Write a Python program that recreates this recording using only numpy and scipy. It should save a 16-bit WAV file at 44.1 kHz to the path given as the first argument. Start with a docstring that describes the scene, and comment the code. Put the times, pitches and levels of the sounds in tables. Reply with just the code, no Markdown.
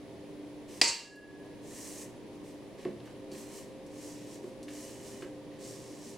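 """A spatula scrapes batter out of a tilted steel mixing bowl, over an oven fan's hum in a small kitchen.
Stick-slip friction makes the soft hissing strokes, and wet batter squelches ahead of the blade.
Early on, one hard knock excites the bowl's modes; a limiter ducks the level and slowly recovers.
Later touches give light ticks, a few dull bumps that the batter damps, and one faint ping."""
import sys
import numpy as np
from scipy import signal
from scipy.fft import rfft, irfft, next_fast_len
from scipy.io import wavfile
from scipy.ndimage import uniform_filter1d

SR = 44100
rng = np.random.default_rng(int(sys.argv[2]) if len(sys.argv) > 2 else 0)


def wav_out(sig):
    """Save sig, one row per channel (or a flat mono array), as 16-bit PCM at SR to the path in sys.argv[1]."""
    wavfile.write(sys.argv[1], SR, np.round(np.clip(np.atleast_2d(sig).T, -1, 1) * 32767).astype(np.int16))


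N = 272229
TIME = np.arange(N) / SR


def from_db(db):
    """Amplitude ratio: tenfold for every 20 dB."""
    return 10 ** (np.asarray(db) / 20)


def unit_rms(x):
    """Normalisation to unit mean power."""
    return x / np.sqrt(np.mean(x ** 2) + 1e-20)


def at_hz(points, hz):
    """Interpolation on a logarithmic frequency axis."""
    known_hz, values = np.transpose(points)
    return np.interp(np.log(hz + 1), np.log(known_hz), values)


def butterworth(x, order, edge_hz, kind):
    """Filtering with a maximally flat passband."""
    return signal.sosfilt(signal.butter(order, edge_hz, kind, fs=SR, output="sos"), x)


def resonator(x, hz, width_hz):
    """Forced response of one damped mode."""
    return signal.lfilter(*signal.iirpeak(hz, hz / width_hz, fs=SR), x)


def drift(rate_hz):
    """Random modulation of unit variance, gliding between independent values."""
    knots = rng.standard_normal(N // 20)
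    return np.interp(TIME * rate_hz, np.arange(len(knots)), knots) * np.sqrt(3 / 2)


def noise(spectrum, coherence):
    """Partly coherent stereo noise of unit rms: a weighted sum and difference of two noises."""
    size = next_fast_len(N)
    hz = np.arange(size // 2 + 1) * SR / size
    mid, side = rfft(rng.standard_normal((2, size)))
    correlation = np.clip(at_hz(coherence, hz), -1, 1)
    pair = np.sqrt(1 + correlation) * mid + np.sqrt(1 - correlation) * side * [[1], [-1]]
    return unit_rms(irfft(pair * from_db(at_hz(spectrum, hz)), size)[:, :N])


def decay(start_s, t60_s, rise_s, hold_s=0):
    """Exponential build-up and, after the hold, a fall of 60 dB every t60_s."""
    age = np.maximum(TIME - start_s, 0)
    return (1 - np.exp(-age / rise_s)) * np.exp(-np.log(1000) * np.maximum(age - hold_s, 0) / t60_s)


def swell(peak_s, width_s):
    """A Gaussian pulse of unit height."""
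    return np.exp(-np.minimum(((TIME - peak_s) / width_s) ** 2, 50))


def ring(start_s, modes, rise_s):
    """Free vibration: a superposition of damped sinusoids that start together."""
    return sum(from_db(db) * decay(start_s, t60_s, rise_s) * np.sin(2 * np.pi * hz * (TIME - start_s))
               for hz, db, t60_s in modes)


# Spectrum of air through the fan: frequency_hz, density_db
FAN_AIR = [(25, -15), (80, -8.5), (130, -4), (200, -1.5), (330, 0.5), (560, -4.5), (750, -13),
           (1080, -16.5), (1350, -25.5), (1850, -20.5), (4000, -25.5), (7000, -32.5), (10000, -35.5),
           (13000, -43.5)]
# Fan and motor tones: pitch_hz, level_db, wander_hz, early_swell_db
MOTOR_TONES = [(120.5, -66, .6, 0), (296, -54.5, 1.1, -2), (395, -58, 1.8, 1), (527.7, -58, 1.2, 10),
               (666, -73, 1.2, 0), (787, -77, 1.2, 0), (941, -74, 2.0, 4)]
# Left-right coherence of the fan: frequency_hz, correlation
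FAN_COHERENCE = [(30, .4), (120, 0.37), (300, 0.87), (700, 0.77), (2000, 0.58), (4500, 0.42), (8000, .2),
                 (14000, .15)]

def oven_fan(air_db, hum_db, whine_db, waver_db):
    """Broadband and tonal fan noise: rushing air, wavering motor tones and a thin electrical whine."""
    air = noise(FAN_AIR, FAN_COHERENCE)
    settling = np.interp(TIME, [.8, 3.2], [1, 0])
    hum = np.zeros(N)
    for hz, db, wander_hz, swell_db in MOTOR_TONES:
        phase = 2 * np.pi * np.cumsum(hz + wander_hz * drift(12)) / SR
        tone = unit_rms(from_db(waver_db * drift(7)) * np.sin(phase))
        hum += from_db(db - swell_db * settling) * tone
    whine_spectrum = [(9000, -59.5), (9800, -4), (10000, 4), (10250, -6.5), (11000, -36), (11500, -72.5)]
    whine = butterworth(noise(whine_spectrum, FAN_COHERENCE), 2, 7000, "high")
    return from_db(air_db) * air + from_db(hum_db) * hum + from_db(whine_db) * whine


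def rubbed_modes(x, lift_db, width_hz):
    """Forced vibration: rubbing drives the bowl's own modes, broadened by the batter's damping."""
    response = sum(resonator(x, hz, width_hz) for hz, _, _ in BOWL_MODES)
    return unit_rms(x + from_db(lift_db) * response)


def rasp(centre_hz, width_hz):
    """Narrowband friction noise: random amplitude modulation of one resonance of the steel."""
    flutter = butterworth(rng.standard_normal(N), 2, width_hz / 2, "low")
    return unit_rms(flutter * np.sin(2 * np.pi * centre_hz * TIME))


# Spectrum of the blade on steel: frequency_hz, density_db
BLADE_HISS = [(1500, -30), (3400, -6), (4400, -8.5), (5600, -2.5), (6800, -6), (8600, -2), (10500, -8.5),
              (13000, -13.5), (16000, -20)]
# Spectrum of smeared batter: frequency_hz, density_db
BATTER_SQUELCH = [(500, -22), (1050, 3), (1400, -10.5), (1850, 1), (2900, -1.5), (3900, -5.5), (6000, -9.5),
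                  (12000, -29)]
# Left-right coherence of sound in the room: frequency_hz, correlation
ROOM_COHERENCE = [(300, 0.94), (1800, 0.93), (4500, .82), (7500, 0.55), (12000, .3)]
# Light dabs of the blade: start_s, length_s, hiss_db, batter_db
BLADE_DABS = [(0.676, 0.28, -55, -59.5), (2.32, .012, -67, -67), (2.43, 0.06, -61.5, -71),
              (2.77, 0.056, -62.5, -58), (3.037, 0.035, -67, -60), (4.414, .07, -65, -81),
              (5.502, .05, -76, -62.5)]
# Long sweeps that land, bear down, ease to a drag, flick the batter off and lift: start_s, landing_s,
# length_s, level_db, push_delay_s, push_width_s, flick_delay_s, flick_db, batter_db, wall_note_hz,
# hiss_edge_hz, sizzle_db
BLADE_SWEEPS = [ (1.615, 0.074, 0.41, -51.5, 0.25, 0.15, 0.41, -5, -58.5, 6450, 5560, 0.5),
                (3.309, 0.0071, .32, -58, 0.091, 0.045, 0.26, 0.5, -60, 4200, 5000, 4),
                (3.887, 0.053, 0.46, -56.5, .17, .08, 0.46, -5, -62, 5500, 4260, -1),
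                (4.674, .015, 0.55, -56, 0.15, 0.1, 0.418, -3, -60, 2990, 4450, 1.5),
                (5.583, .03, .555, -54.5, 0.1, 0.1, .495, -7, -63.5, 5460, 4050, -3.5)]

def scraping(hiss_db, rasp_db, squelch_db, grain_db, smear_db):
    """Stick-slip friction: the blade hisses on steel and smears wet batter; pressure drives both."""
    slips = unit_rms(from_db(grain_db * drift(600)))
    friction = rubbed_modes(noise(BLADE_HISS, ROOM_COHERENCE), lift_db=-1, width_hz=25)
    sizzle = butterworth(friction, 1, 10000, "high")
    smears = unit_rms(from_db(smear_db * drift(220))) * noise(BATTER_SQUELCH, ROOM_COHERENCE)
    grip = from_db(rasp_db) * rasp(centre_hz=6880, width_hz=1800)
    steel, batter = np.zeros((2, N)), np.zeros(N)
    light_hiss = butterworth(friction, 4, 4500, "high")
    for start_s, length_s, db, batter_db in BLADE_DABS:
        contact = decay(start_s, t60_s=.45, rise_s=.02, hold_s=length_s)
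        steel += from_db(db) * contact * light_hiss
        batter += from_db(batter_db) * contact
    drag = from_db(-3)   # pressure between the pushes
    for (start_s, landing_s, length_s, db, push_delay_s, push_width_s, flick_delay_s, flick_db,
         batter_db, wall_note_hz, hiss_edge_hz, sizzle_db) in BLADE_SWEEPS:
        contact = decay(start_s, t60_s=.42, rise_s=landing_s, hold_s=length_s)
        push = swell(start_s + push_delay_s, push_width_s)
        flick = from_db(flick_db) * swell(start_s + flick_delay_s, width_s=.049)
        pressure = drag + push + flick
        hiss = butterworth(friction + (from_db(sizzle_db) - 1) * sizzle, 4, hiss_edge_hz, "high")
        wall_note = from_db(-15.5) * rasp(wall_note_hz, width_hz=140)
        # grip and squelch follow power laws of the pressure
        steel += from_db(db) * contact * (pressure * hiss + pressure ** .79 * grip + wall_note)
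        batter += from_db(batter_db) * contact * pressure ** .45
    return from_db(hiss_db) * slips * steel + from_db(squelch_db) * batter * smears


# Broad resonances of the wall under the blade: centre_hz, width_hz, level_db
WALL_RESONANCES = [(1790, 160, -5), (2960, 200, -11.5), (4130, 160, -2), (4540, 160, -10), (5900, 330, -13),
                   (7300, 300, -21)]

def steel_wall(x, patchy_db):
    """Resonance: the wall lifts a few bands, each by a varying amount as the contact point travels."""
    out = x
    for hz, width_hz, db in WALL_RESONANCES:
        out = out + from_db(db + patchy_db * drift(7.8)) * resonator(x, hz, width_hz)
    return out


# Spectrum of the knock's dense, short-lived modes: frequency_hz, density_db
CLANK_SPECTRUM = [(60, -34.5), (170, -39), (340, -2), (700, -12.5), (1050, -14), (1350, -30), (1950, -3),
                  (2900, -7.5), (3900, -15), (4750, 2), (5400, -8.5), (8300, -12), (11000, -27.5),
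                  (15500, -43.5)]
# Left-right coherence of the direct sound: frequency_hz, correlation
DIRECT_COHERENCE = [(300, .99), (4500, .97), (7500, 0.61), (12000, .6)]
# Spectrum of the knock's wash in the room: frequency_hz, density_db
WASH_SPECTRUM = [(80, -22.5), (190, -19), (310, -8.5), (500, -7), (720, -18), (1130, -11), (1380, -18),
                 (1950, -8), (2750, -6.5), (3600, -12.5), (4600, -0.5), (5800, -9.5), (7800, -9),
                 (10500, -23.5), (13000, -34.5)]
# Ringing modes of the steel bowl: pitch_hz, level_db, t60_s
BOWL_MODES = [(931, -3, .34), (1991, -5, .28), (2087, -11, .36), (2430, -8, .33), (2558, -6, .29),
              (2762, -14, .64), (2775, -18, .62), (2910, -7, .3), (3088, -11, .35), (3484, -10, .26),
              (4006, -9, .43), (4433, -6, .34), (4486, -2, .36), (4574, 3, .32), (4696, -4, .35),
              (4790, -2, .21), (4910, -6, .25), (5065, -7, .26), (5238, -9, .27), (5416, -5, .29),
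              (5583, -6, .3), (6115, -9, .36), (6356, -10, .28), (6542, -10, .3), (6869, -11, .27),
              (7041, -10, .25), (7358, -10, .37), (7493, -7, .33), (7692, -4, .3), (7814, -5, .3)]
# The rim's long mode, split into a beating pair: pitch_hz, level_db, t60_s
RIM_MODES = [(1674.5, 0, 1.1), (1692, -5, 1.15)]

def knock(start_s, clank_db, wash_db, modes_db, rim_db):
    """Impulse excitation: steel on steel gives a clank, a wash in the room and a ringing bowl."""
    # the edge lands and bites again a moment later
    landing = decay(start_s, t60_s=.041, rise_s=.0002)
    bite = .5 * decay(start_s + .0018, t60_s=.033, rise_s=.00031)
    clank = noise(CLANK_SPECTRUM, DIRECT_COHERENCE) * (landing + bite)
    # the rebound only grazes the wall, so it is thin and bright
    graze = butterworth(noise(WASH_SPECTRUM, ROOM_COHERENCE), 2, [6000, 9000], "band")
    clank += from_db(-7) * graze * decay(start_s + .0604, t60_s=.13, rise_s=.003)
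    wash = noise(WASH_SPECTRUM, ROOM_COHERENCE) * decay(start_s, t60_s=.41, rise_s=.0046, hold_s=.029)
    # the ring swells as the room fills; neighbouring modes start in antiphase
    modes = ring(start_s, BOWL_MODES[::2], rise_s=.037) - ring(start_s, BOWL_MODES[1::2], rise_s=.047)
    rim = ring(start_s, RIM_MODES[:1], rise_s=.003) - ring(start_s, RIM_MODES[1:], rise_s=.003)
    rim *= from_db(np.interp(TIME, [1.0, 1.17], [-17, 0]))   # sings out as the bowl is lifted clear
    return (from_db(clank_db) * clank + from_db(wash_db) * wash
            + from_db(modes_db) * modes + from_db(rim_db) * rim)


# Light touches of the spatula on the wall: start_s, level_db, centre_hz, t60_s
SPATULA_TICKS = [(1.157, -48, 8500, 0.068), (2.851, -34.5, 2020, 0.029), (3.003, -46, 2800, 0.036),
                 (3.056, -57, 10000, .08), (3.075, -42, 1900, .035), (3.3168, -43, 5400, 0.086),
                 (3.332, -48, 10500, .04), (3.864, -48.5, 6500, .06), (4.4392, -46, 2100, 0.033),
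                 (4.63, -40.5, 6740, 0.055), (4.683, -37.5, 2450, 0.066), (5.2232, -34.5, 1790, 0.039)]

def ticks(level_db, crack_db):
    """Impulse response: each click shakes about an octave of heavily damped wall modes."""
    out = np.zeros(N)
    for start_s, db, hz, t60_s in SPATULA_TICKS:
        shake = rng.standard_normal(N) * decay(start_s, t60_s, rise_s=.0012)
        shake[round(start_s * SR)] += from_db(crack_db)
        cluster = butterworth(shake + 1e-18, 2, [hz * .6, min(hz * 1.45, SR * .45)], "band")
        out += from_db(db) * cluster * np.sqrt(SR / 2 / hz)   # power independent of bandwidth
    return kitchen(from_db(level_db) * out, wet_db=-4, t60_s=.18)


def kitchen(x, wet_db, t60_s):
    """Reverberation: diffuse reflections from cupboards and tiles add to the direct sound."""
    reflections = noise([(100, 7.5), (7000, 2), (15000, -1.5)], ROOM_COHERENCE)
    response = (reflections * decay(.0021, t60_s, rise_s=.017))[:, :SR // 2]
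    response /= np.sqrt(np.sum(response ** 2) / 2)
    return x + from_db(wet_db) * signal.fftconvolve(x[None], response, axes=1)[:, :N]


# Dull bumps on the batter-laden bowl: start_s, level_db, bass_db
BOWL_BUMPS = [(2.854, -22.5, 2.5), (2.8715, -51, 1), (3.317, -38.5, 9.5), (4.441, -32.5, -16),
              (5.226, -35.5, 0)]
# Low modes damped by the batter: pitch_hz, level_db, t60_s
DAMPED_MODES = [(148.6, -17.5, 0.27), (217, -12, 0.19), (277, -5.5, 0.13), (349.6, 6.5, 0.061),
                (368.7, -3.5, 0.14), (518, -7, 0.097), (679, -10, 0.068), (1080, -10, 0.04)]

def bumps(level_db):
    """Soft impact: a blow excites only the low modes; each bump has its own amount of bass."""
    out = np.zeros(N)
    for start_s, db, bass_db in BOWL_BUMPS:
        modes = [(hz, mode_db + bass_db * (hz < 250), t60_s) for hz, mode_db, t60_s in DAMPED_MODES]
        out += from_db(db) * ring(start_s, modes, rise_s=.0026)
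    radiated = butterworth(out, 2, 120, "high")   # so small a body radiates no deep bass
    return kitchen(from_db(level_db) * radiated, wet_db=-7, t60_s=.25)


def ping(start_s):
    """Free vibration: the blade lands on bare steel and leaves two high modes ringing."""
    return ring(start_s, [(4100, -65, .94), (4470, -54, .13)], rise_s=.001)


def scene():
    """Superposition: the bowl lies a little right of centre, and the oven fan fills the room."""
    struck = knock(start_s=.8136, clank_db=0, wash_db=-14.5, modes_db=-13.5, rim_db=-28.5)
    spatula = scraping(hiss_db=-.5, rasp_db=-8, squelch_db=-1.5, grain_db=1, smear_db=1.5)
    spatula += ticks(level_db=-9.5, crack_db=17)
    bowl = struck + steel_wall(spatula, patchy_db=2.5) + bumps(level_db=-5) + ping(start_s=3.3165)
    fan = oven_fan(air_db=-49, hum_db=2, whine_db=-75, waver_db=3)
    return bowl * from_db([[-.4], [.4]]) + fan * from_db([[-.2], [.2]])


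def limiter(x, threshold_db, release_db_per_s):
    """Automatic gain control: the gain ducks just ahead of a peak and recovers at a steady rate."""
    power = uniform_filter1d(np.mean(x ** 2, axis=0), size=220)
    excess_db = np.maximum(10 * np.log10(np.maximum(power, 1e-12)) - threshold_db, 0)
    release_db = release_db_per_s * TIME
    duck_db = np.maximum.accumulate(excess_db + release_db) - release_db
    early_duck_db = np.roll(duck_db, -SR // 250)   # 4 ms look-ahead
    return x * from_db(-uniform_filter1d(early_duck_db, size=88))


def record(dry):
    """Compression and band limiting: the gain ducks, saturation rounds peaks, the top treble is cut."""
    ceiling, cutoff_hz = .75, 15800
    limited = limiter(dry, threshold_db=-13.5, release_db_per_s=20.5)
    rounded = ceiling * np.tanh(limited / ceiling)
    return signal.sosfilt(signal.ellip(10, .1, 80, cutoff_hz, fs=SR, output="sos"), rounded)


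dry = scene()
out = record(dry)
wav_out(out)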